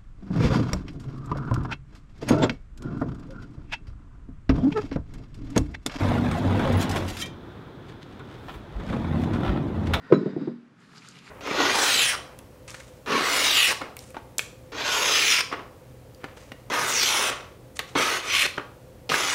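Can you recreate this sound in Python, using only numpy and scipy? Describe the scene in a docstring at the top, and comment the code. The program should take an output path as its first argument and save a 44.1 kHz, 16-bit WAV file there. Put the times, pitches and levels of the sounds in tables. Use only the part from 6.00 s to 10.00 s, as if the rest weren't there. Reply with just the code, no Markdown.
"""Over a distant outdoor hum, a heavy plank barn door is pulled along its overhead track: the rollers
rumble through the booming planks and grind over rust, and the wood rasps on the wall. As the door
coasts to rest, its steel hangers clatter. In the pause, boots shift on the dirt and clothes swish.
Then the door is pushed on, juddering by stick-slip friction, until it knocks on its stop."""
import sys
import numpy as np
from scipy import signal
from scipy.fft import rfft, irfft
from scipy.io import wavfile
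from scipy.ndimage import uniform_filter1d

SR = 44100
rng = np.random.default_rng(int(sys.argv[2]) if len(sys.argv) > 2 else 0)


def transcribe(signal):
    """Save signal, clipped to [-1, 1], as a 16-bit WAV file at the path in sys.argv[1]."""
    frames = np.atleast_2d(signal).T
    limited = np.clip(frames, -1, 1)
    pcm = np.round(limited * 32767).astype(np.int16)
    wavfile.write(sys.argv[1], SR, pcm)


N = 176400
T = np.arange(N) / SR


def amp(db):
    """Amplitude ratio of a level in decibels."""
    return 10 ** (np.asarray(db) / 20)


def unit(x):
    """Normalisation to rms 1."""
    return x / np.sqrt(np.mean(x ** 2) + 1e-20)


def read(points, hz):
    """Interpolation on a log-frequency axis."""
    f, value = np.transpose(points)
    return np.interp(np.log(hz + 1), np.log(f + 1), value)


def add(mix, s, sound):
    """Superposition of a sound starting at time s."""
    part = mix[max(0, round(s * SR)):][:len(sound)]
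    part += sound[:len(part)]


def through(x, response):
    """Convolution with an impulse response."""
    return signal.fftconvolve(x, response)[:len(x)]


def colour(x, spectrum, size=8192):
    """Minimum-phase filtering to the given spectrum."""
    log_gain = np.log(amp(read(spectrum, abs(np.fft.fftfreq(size, 1 / SR)))))
    response = np.fft.ifft(np.exp(np.conj(signal.hilbert(log_gain)))).real
    return through(x, response[:size // 2])


def shelf(x, db, hz=1750):
    """First-order shelving: the treble above hz changes by db."""
    low = signal.lfilter(*signal.butter(1, hz, fs=SR), x)
    return low + amp(db) * (x - low)


def wander(hz):
    """Random fluctuation of rms 1, low-passed at hz."""
    rolloff = 1 + (np.fft.rfftfreq(N, 1 / SR) / hz) ** 4
    return unit(irfft(rfft(rng.standard_normal(N)) / rolloff, N))


def clicks(per_s, spread_db):
    """Shot noise: random tiny impacts, a few of them large."""
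    size = amp(spread_db * np.minimum(rng.exponential(1, N), 4.5))
    return size * rng.choice([-1, 1], N) * (rng.random(N) < per_s / SR)


def ring(modes):
    """Free vibration: each mode is a damped sinusoid."""
    t = T[:SR // 2]
    return sum(amp(db - 60 * t / t60) * np.sin(2 * np.pi * hz * t) * rng.choice([-1, 1])
               for hz, db, t60 in modes)


def tail(t60s):
    """Diffuse decay of energy 1; t60s is one decay time or a table by frequency."""
    hz, t, noise = signal.stft(rng.standard_normal(SR // 2), SR, nperseg=128)
    t60 = read(t60s, hz)[:, None] if np.ndim(t60s) else t60s
    x = signal.istft(noise * amp(-60 * t / t60), SR)[1][:SR // 2]
    return x / np.linalg.norm(x)


def crack(t60s, spectrum):
    """Impact response of densely overlapping modes, with rms 1 at its start."""
    x = colour(tail(t60s), spectrum)
    return x / np.std(x[:SR // 100])


def travelling(x, t60s, paths_per_s, count=6):
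    """Reflection paths change as a source moves: x crossfades through a cycle of diffuse decays."""
    place = T * paths_per_s
    distances = [(place - k + count / 2) % count - count / 2 for k in range(count)]
    return sum(through(x * np.cos(np.pi / 2 * np.clip(d, -1, 1)), tail(t60s)) for d in distances)


def bursts(rows):
    """Power sum of envelopes with exponential rise and decay, given as time constants."""
    return np.sqrt(sum((amp(db) * np.exp(-np.maximum((s - T) / rise, (T - s) / decay))) ** 2
                       for s, db, rise, decay in rows))


def swells(rows, waver, rough_db, waver_hz):
    """Tones with random frequency and amplitude modulation under Gaussian envelopes."""
    out = np.zeros(N)
    drift = np.cumsum(waver * wander(waver_hz)) / SR
    rough = amp(rough_db * wander(waver_hz))
    for s, db, hz, sigma in rows:
        near = abs(T - s) < 4 * sigma
        tone = unit(rough[near] * np.sin(2 * np.pi * (hz * (T + drift)[near] + rng.random())))
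        out[near] += amp(db) * tone * np.exp(-.5 * ((T[near] - s) / sigma) ** 2)
    return out


# spectrum of the distant hum (frequency [Hz], level [dB])
HUM_SPECTRUM = [(20, -14), (35, 1), (55, -4), (105, 1.5), (200, -3.5), (380, -4.5), (600, -13.5),
                (1000, -15), (1450, -16), (2000, -24), (2800, -30), (3500, -23.5), (4500, -36.5),
                (7000, -45.5), (10000, -50), (16000, -50.5)]
HUM_DB, HUM_SWELL_DB = -43, .7

def outdoors():
    """Ambient noise: a far-off broadband hum whose level fluctuates slightly."""
    return amp(HUM_DB + HUM_SWELL_DB * wander(3.5)) * unit(colour(rng.standard_normal(N), HUM_SPECTRUM))


# swishes of cloth (peak time [s], level [dB], rise [s], decay [s])
CLOTH_SWISHES = [(2.555, -61.5, 0.11, .025), (3.235, -60, 0.037, .015)]
CLOTH_HZ = 6000

def clothes():
    """Sliding friction between work clothes gives high-passed noise."""
    hiss = signal.lfilter(*signal.butter(2, CLOTH_HZ, "high", fs=SR), rng.standard_normal(N))
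    return unit(hiss) * bursts(CLOTH_SWISHES)


# scuffs of the soles (peak time [s], level [dB], rise [s], decay [s])
BOOT_SCUFFS = [(1.905, -51, 0.032, 0.019), (2.028, -44.5, 0.0072, 0.005), (2.14, -58, 0.11, 0.033),
               (2.33, -56, 0.089, 0.087), (2.53, -54.5, 0.13, 0.086), (2.9, -49, 0.093, 0.11),
               (3.245, -45.5, 0.05, 0.012), (3.337, -42.5, 0.0043, 0.021), (3.868, -39.5, 0.0061, 0.019)]
# spectrum of crunching dirt (frequency [Hz], level [dB])
DIRT_SPECTRUM = [(500, -4), (1500, 14.5), (3500, 12), (5000, 3.5), (8000, -4.5), (12000, -15), (16000, -26)]

def boots():
    """Granular noise: grains of dirt crunch under the soles."""
    return unit(colour(clicks(per_s=4300, spread_db=5), DIRT_SPECTRUM)) * bursts(BOOT_SCUFFS)


# rubs of the planks on the wall (peak time [s], level [dB], rise [s], decay [s])
WALL_RUBS = [(.64, -37.5, 0.17, 0.073), (.82, -32.5, 0.087, 0.12), (2.5, -43.5, .012, .028),
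             (3.49, -39, 0.085, 0.077)]
# spectrum of rasping wood (frequency [Hz], level [dB])
RASP_SPECTRUM = [(300, -14), (700, 3), (1400, -1), (2200, -9.5), (3300, -7.5), (4300, -18.5), (5600, -25),
                 (7000, -34.5), (16000, -40)]

def rubbing():
    """Dry friction: wood fibres catch and slip on the wall."""
    return unit(colour(clicks(per_s=5000, spread_db=2), RASP_SPECTRUM)) * bursts(WALL_RUBS)


# runs of slips (time [s], duration [s], level [dB], slip rate [1/s], treble gain [dB])
SLIP_RUNS = [(2.481, .02, -41.5, 85, 2), (3.434, .06, -34, 72, -2), (3.56, .024, -37, 62, -12)]
# modes of the creaking boards (frequency [Hz], level [dB], T60 [s])
CREAK_MODES = [(583, -0.5, 0.15), (1327, 5, 0.052), (1430, -5, 0.09), (1836, -6, 0.13), (2200, -13, .1),
               (2480, -9, 0.082), (3330, -10, 0.059)]
SLIP_T60_S, SLIP_JITTER, CREAK_DB = .04, .12, -3

def juddering():
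    """Stick-slip motion: the pushed door advances in quick, uneven jerks that ring its boards."""
    out = np.zeros(N)
    for s, length, db, per_s, treble_db in SLIP_RUNS:
        for delay in np.arange(0, length, 1 / per_s):
            slip = crack(SLIP_T60_S, RASP_SPECTRUM) + amp(CREAK_DB) * ring(CREAK_MODES)
            jitter = SLIP_JITTER * rng.standard_normal() / per_s
            add(out, s + delay + jitter, amp(db) * shelf(slip, treble_db))
    return out


COAST_S, COAST_SIGMA_S, COAST_HZ, COAST_FALL_OCT_PER_S, COAST_DB = 1.22, .065, 208, 3.6, -45

def coasting():
    """Frequency follows rolling speed: two rough roller tones, a fifth apart, sink as the door slows."""
    octaves = np.clip(COAST_FALL_OCT_PER_S * (COAST_S - T), -2, 2)
    hz = COAST_HZ * 2 ** octaves * (1 + .015 * wander(40))
    phase = 2 * np.pi * np.cumsum(hz) / SR
    groan = np.sin(phase) + amp(-1) * np.sin(1.5 * phase)
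    return amp(COAST_DB) * unit(groan) * np.exp(-.5 * ((T - COAST_S) / COAST_SIGMA_S) ** 2)


# spectrum of steel striking steel (frequency [Hz], level [dB])
STEEL_SPECTRUM = [(500, -25), (1500, 3.5), (3200, 4.5), (5500, 0.5), (8500, -5.5), (12000, -9.5),
                  (16000, -17)]
# modes of the small hanger parts (frequency [Hz], level [dB], T60 [s])
HANGER_MODES = [(2565, -5, .08), (3240, -2, .07), (4240, -4, .08), (5200, -3, .08), (5755, -2, .1),
                (6610, -4, .08), (7170, -5, .08), (8227, -2, .085), (9300, -3, .07), (11900, -8, .08)]
CLINK_RISE_S, CLINK_T60_S, CLINK_RING_DB, CLINK_SPREAD_DB, CLINK_DETUNE = .003, .075, -6.5, 4, .04

def clink():
    """Impact excitation of steel: each tap favours other modes and shifts them a little."""
    partials = ring([(hz * (1 + CLINK_DETUNE * rng.standard_normal()),
                      db + CLINK_SPREAD_DB * rng.standard_normal(), t60) for hz, db, t60 in HANGER_MODES])
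    rise = np.minimum(T[:SR // 2] / CLINK_RISE_S, 1)
    return rise * (crack(CLINK_T60_S, STEEL_SPECTRUM) + amp(CLINK_RING_DB) * partials)


# rattles of the hangers (peak time [s], level [dB], rise [s], decay [s])
HANGER_RATTLES = [(.385, -45.5, 0.015, 0.0068), (.812, -32, 0.015, 0.015), (.966, -36.5, 0.023, 0.028),
                  (1.09, -40.5, 0.031, 0.026), (1.135, -41.5, 0.0073, 0.047), (1.219, -29, 0.022, 0.0095)]
# single taps of the hangers (time [s], level [dB])
HANGER_TAPS = [(.311, -43.5), (.593, -52), (.723, -42), (.823, -34), (.892, -37), (0.911, -35.5),
               (.957, -47), (1.08, -39.5), (1.099, -40), (1.167, -37), (1.209, -44), (1.257, -43.5)]
# a hanger drops on the track and bounces (time [s], level [dB])
HANGER_DROPS = [(1.221, -26), (1.257, -46)]
# modes of the struck track (frequency [Hz], level [dB], T60 [s])
TRACK_MODES = [(1890, -10, .23), (2293, -12, .2), (2379, -10.5, .24), (3063, -5, .09), (3149, -2, .085),
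               (3225, -8, .09), (3639, -11, .19), (5760, -11, .09)]
# modes of a squeaking roller axle (frequency [Hz], level [dB], T60 [s])
AXLE_MODES = [(10230, 1, .12), (10650, -2, 0.13), (14400, -5, .1), (15690, -3, .08)]
STEEL_T60_S, RATTLE_RING_DB, SQUEAK_S, SQUEAK_DB = .028, -22, .771, -44.5

def hangers():
    """Modal ringing of loose steel: the hangers rattle, clink and strike the track; an axle squeaks."""
    chatter = unit(colour(clicks(per_s=2600, spread_db=2.8), STEEL_SPECTRUM)) * bursts(HANGER_RATTLES)
    partials = ring(HANGER_MODES)
    out = travelling(chatter, STEEL_T60_S, paths_per_s=14.32)
    out += amp(RATTLE_RING_DB) * through(chatter, partials / np.linalg.norm(partials))
    for s, db in HANGER_TAPS:
        add(out, s, amp(db) * clink())
    clank = ring(TRACK_MODES)
    for s, db in HANGER_DROPS:
        add(out, s, amp(db) * clank)
    add(out, SQUEAK_S, amp(SQUEAK_DB) * ring(AXLE_MODES))
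    return out


# swells of the door's low modes (peak time [s], level [dB], frequency [Hz], Gaussian sigma [s])
DOOR_BOOMS = [(0.07, -23, 93.3, 0.056), (.19, -25.5, 239.4, 0.092), (.22, -33, 135.3, 0.071),
              (0.327, -37, 90, 0.052), (.49, -26, 148, 0.018), (0.506, -22.5, 98.5, 0.053),
              (.53, -36.5, 231.7, 0.048), (.68, -30.5, 145.9, 0.063), (.7, -29, 244.6, 0.076),
              (.75, -22.5, 95.6, 0.047), (.95, -33.5, 92.4, 0.14), (3.167, -29, 84.1, 0.11),
              (3.19, -33, 233, 0.078), (3.35, -26, 235.8, 0.02), (3.57, -38, 205.6, 0.089),
              (3.793, -31.5, 83.1, 0.033), (3.84, -30.5, 212, 0.047), (3.915, -24.5, 82.3, 0.046)]
# thuds of the swaying door (time [s], level [dB], frequency [Hz])
SWAY_THUDS = [(2.541, -34.5, 50), (2.744, -20.5, 45.7), (2.879, -26, 55.7), (3.31, -27, 48),
              (3.473, -16, 55.4)]
THUD_RISE_S, THUD_T60_S = .02, .2

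def booming():
    """Panel resonance: the moving door's low modes swell and fade, and its sway gives short thuds."""
    out = swells(DOOR_BOOMS, waver=.0217, rough_db=.9, waver_hz=23)
    t = T[:SR // 2]
    envelope = np.minimum(t / THUD_RISE_S, amp(-60 * (t - THUD_RISE_S) / THUD_T60_S))
    for s, db, hz in SWAY_THUDS:
        add(out, s, amp(db) * envelope * np.sin(2 * np.pi * hz * t))
    return out


# rollers crossing joints, hands on the door (time [s], level [dB], treble gain [dB])
SOFT_BLOWS = [(0.102, -31, -20), (0.312, -28, -2), (0.432, -41, 4), (0.506, -29.5, -4), (0.593, -23.5, -6),
              (.64, -33, -11), (.673, -28.5, -8), (.958, -29, 4.5), (2.193, -41.5, -1), (2.539, -44, 1),
              (2.796, -38.5, -5), (2.895, -34, -8), (2.927, -30, -17.5), (3.042, -32.5, -14),
              (3.333, -32, -17), (3.355, -32.5, -5)]
# spectrum of struck planks (frequency [Hz], level [dB])
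WOOD_SPECTRUM = [(60, -10.5), (200, 7.5), (500, 1.5), (750, -7), (1000, 1), (1450, 2.5), (1900, -7.5),
                 (2400, -3.5), (2900, -15), (3600, -4), (4400, -22), (8000, -18), (16000, -29)]
# decay of the planks (frequency [Hz], T60 [s])
WOOD_DECAY = [(100, 0.31), (1000, .14), (3500, 0.083), (6000, 0.039), (15000, 0.013)]
# distinct modes of the planks (frequency [Hz], level [dB], T60 [s])
PLANK_MODES = [(947, -2, .1), (1130, -2, .11), (1308, -2, .15), (1400, 0, .07), (1486, 1, .09),
               (2234, -6, .14), (2412, -4, .14), (3600, -7, .1), (5500, -17, .11)]
# spectrum of the hard contact with the stop (frequency [Hz], level [dB])
SNAP_SPECTRUM = [(300, -22), (1400, 6), (2400, 3.5), (2900, 0), (3650, 9), (4400, -10), (5600, -11),
                 (8000, -17), (16000, -23)]
KNOCK_RISE_S, KNOCK_RING_DB = .003, -25
STOP_S, SNAP_T60_S, STOP_SNAP_DB, STOP_CRACK_DB, STOP_RING_DB = 3.936, .082, -22.5, -24.5, -27.5

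def knocks():
    """Impulse response of the planks: soft blows along the way, then a hard one at the stop."""
    out = np.zeros(N)
    rise = np.minimum(T[:SR // 2] / KNOCK_RISE_S, 1)
    for s, db, treble_db in SOFT_BLOWS:
        blow = crack(WOOD_DECAY, WOOD_SPECTRUM) + amp(KNOCK_RING_DB) * ring(PLANK_MODES)
        add(out, s, amp(db) * shelf(rise * blow, treble_db))
    add(out, STOP_S, amp(STOP_SNAP_DB) * crack(SNAP_T60_S, SNAP_SPECTRUM))
    add(out, STOP_S, amp(STOP_CRACK_DB) * crack(WOOD_DECAY, WOOD_SPECTRUM))
    add(out, STOP_S, amp(STOP_RING_DB) * ring(PLANK_MODES))
    return out


# course of the pull and the push (time [s], rumble level [dB], grinding level [dB])
ROLL_LEVELS = [(0, -27.5, -24.5), (.2, -26.5, -29), (.39, -31, -30), (.47, -21.5, -31), (.68, -28, -26.5),
               (.85, -27, -33.5), (1.0, -32.5, -29.5), (1.09, -34.5, -37.5), (1.16, -47, -45.5),
               (1.27, -44.5, -44.5), (1.4, -48, -104), (2.68, -76, -47), (2.81, -33.5, -42.5),
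               (2.86, -37.5, -39), (2.91, -28, -33), (3.07, -30.5, -34.5), (3.16, -25, -32),
               (3.29, -26, -34.5), (3.38, -26, -32.5), (3.48, -27, -34.5), (3.55, -25, -37.5),
               (3.77, -31, -37), (3.88, -27.5, -35), (4, -33, -25.5)]
# spectrum of the planks under the rollers (frequency [Hz], level [dB])
RUMBLE_SPECTRUM = [(20, -29), (45, -26), (70, -9), (95, 0.5), (115, -3.5), (150, 0.5), (185, -2),
                   (240, -1.5), (300, -3), (400, -12.5), (600, -20.5), (1200, -29.5), (4000, -109.5)]
# spectrum of crushed rust and grit (frequency [Hz], level [dB])
RUST_SPECTRUM = [(100, 10), (300, -4), (520, 3), (850, -2.5), (1100, -5), (1450, -6.5), (2000, -12),
                 (2800, -16), (3500, -15), (4400, -24.5), (6500, -31.5), (10000, -37.5), (16000, -45.5)]
# squeals of steel slipping on steel (peak time [s], level [dB], frequency [Hz], Gaussian sigma [s])
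SLIP_SQUEALS = [(.265, -41, 2416, .005), (.273, -36.5, 1650, .004), (.65, -39.5, 923, .02),
                (.69, -29.5, 534, .036), (3.452, -38, 1290, .02), (3.47, -37.5, 755, .035)]
STEADY_S, STEADY_SHARE = .037, .94
GRIT_T60_S, JUDDER_DB, JUDDER_HZ = .03, 1, 45
PUSH_FROM_S, PUSH_DULL_HZ, PUSH_TREBLE_DB = 2.0, 1680, -5.5

def rolling():
    """Roughness excitation: rollers bump along the track, shake the planks, crush rust and squeal."""
    s, rumble_db, grind_db = np.transpose(ROLL_LEVELS)
    rumble = unit(colour(clicks(per_s=900, spread_db=2.5), RUMBLE_SPECTRUM))
    power = abs(uniform_filter1d(rumble ** 2, int(STEADY_S * SR))) + 1e-6
    rumble = unit(rumble / power ** (STEADY_SHARE / 2))  # keeps the rumble fairly even
    grit = clicks(per_s=2400, spread_db=2.3) * amp(JUDDER_DB * wander(JUDDER_HZ))
    reflections = travelling(grit, GRIT_T60_S, paths_per_s=70.13, count=14)
    grind = unit(colour(grit + reflections, RUST_SPECTRUM))
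    grind = shelf(grind, PUSH_TREBLE_DB * (T > PUSH_FROM_S), PUSH_DULL_HZ)  # duller further along
    squeal = swells(SLIP_SQUEALS, waver=.038, rough_db=6.5, waver_hz=118.5)
    return rumble * amp(np.interp(T, s, rumble_db)) + grind * amp(np.interp(T, s, grind_db)) + squeal


# reverberation of the open barn (frequency [Hz], T60 [s])
BARN_DECAY = [(100, 0.24), (1000, 0.26), (4000, 0.33), (15000, 0.1)]
BARN_DB = -13

def scene():
    """Superposition of the direct sound, its reverberation, the door's boom and the distant hum."""
    direct = rolling() + rubbing() + juddering() + coasting() + hangers() + knocks() + boots() + clothes()
    reverberation = amp(BARN_DB) * travelling(direct, BARN_DECAY, paths_per_s=5.11)
    return (direct + reverberation + booming() + outdoors())[None]


LOW_CUT_HZ, HIGH_CUT_HZ = 42, 15850

def record(dry):
    """Band limiting: the microphone rolls off the bass and a steep low-pass ends the treble."""
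    cut = signal.lfilter(*signal.butter(2, LOW_CUT_HZ, "high", fs=SR), dry)
    low_pass = signal.firwin(511, HIGH_CUT_HZ, window=("kaiser", 9), fs=SR)
    return signal.oaconvolve(cut, low_pass[None], "same")


dry = scene()
out = record(dry)
transcribe(out)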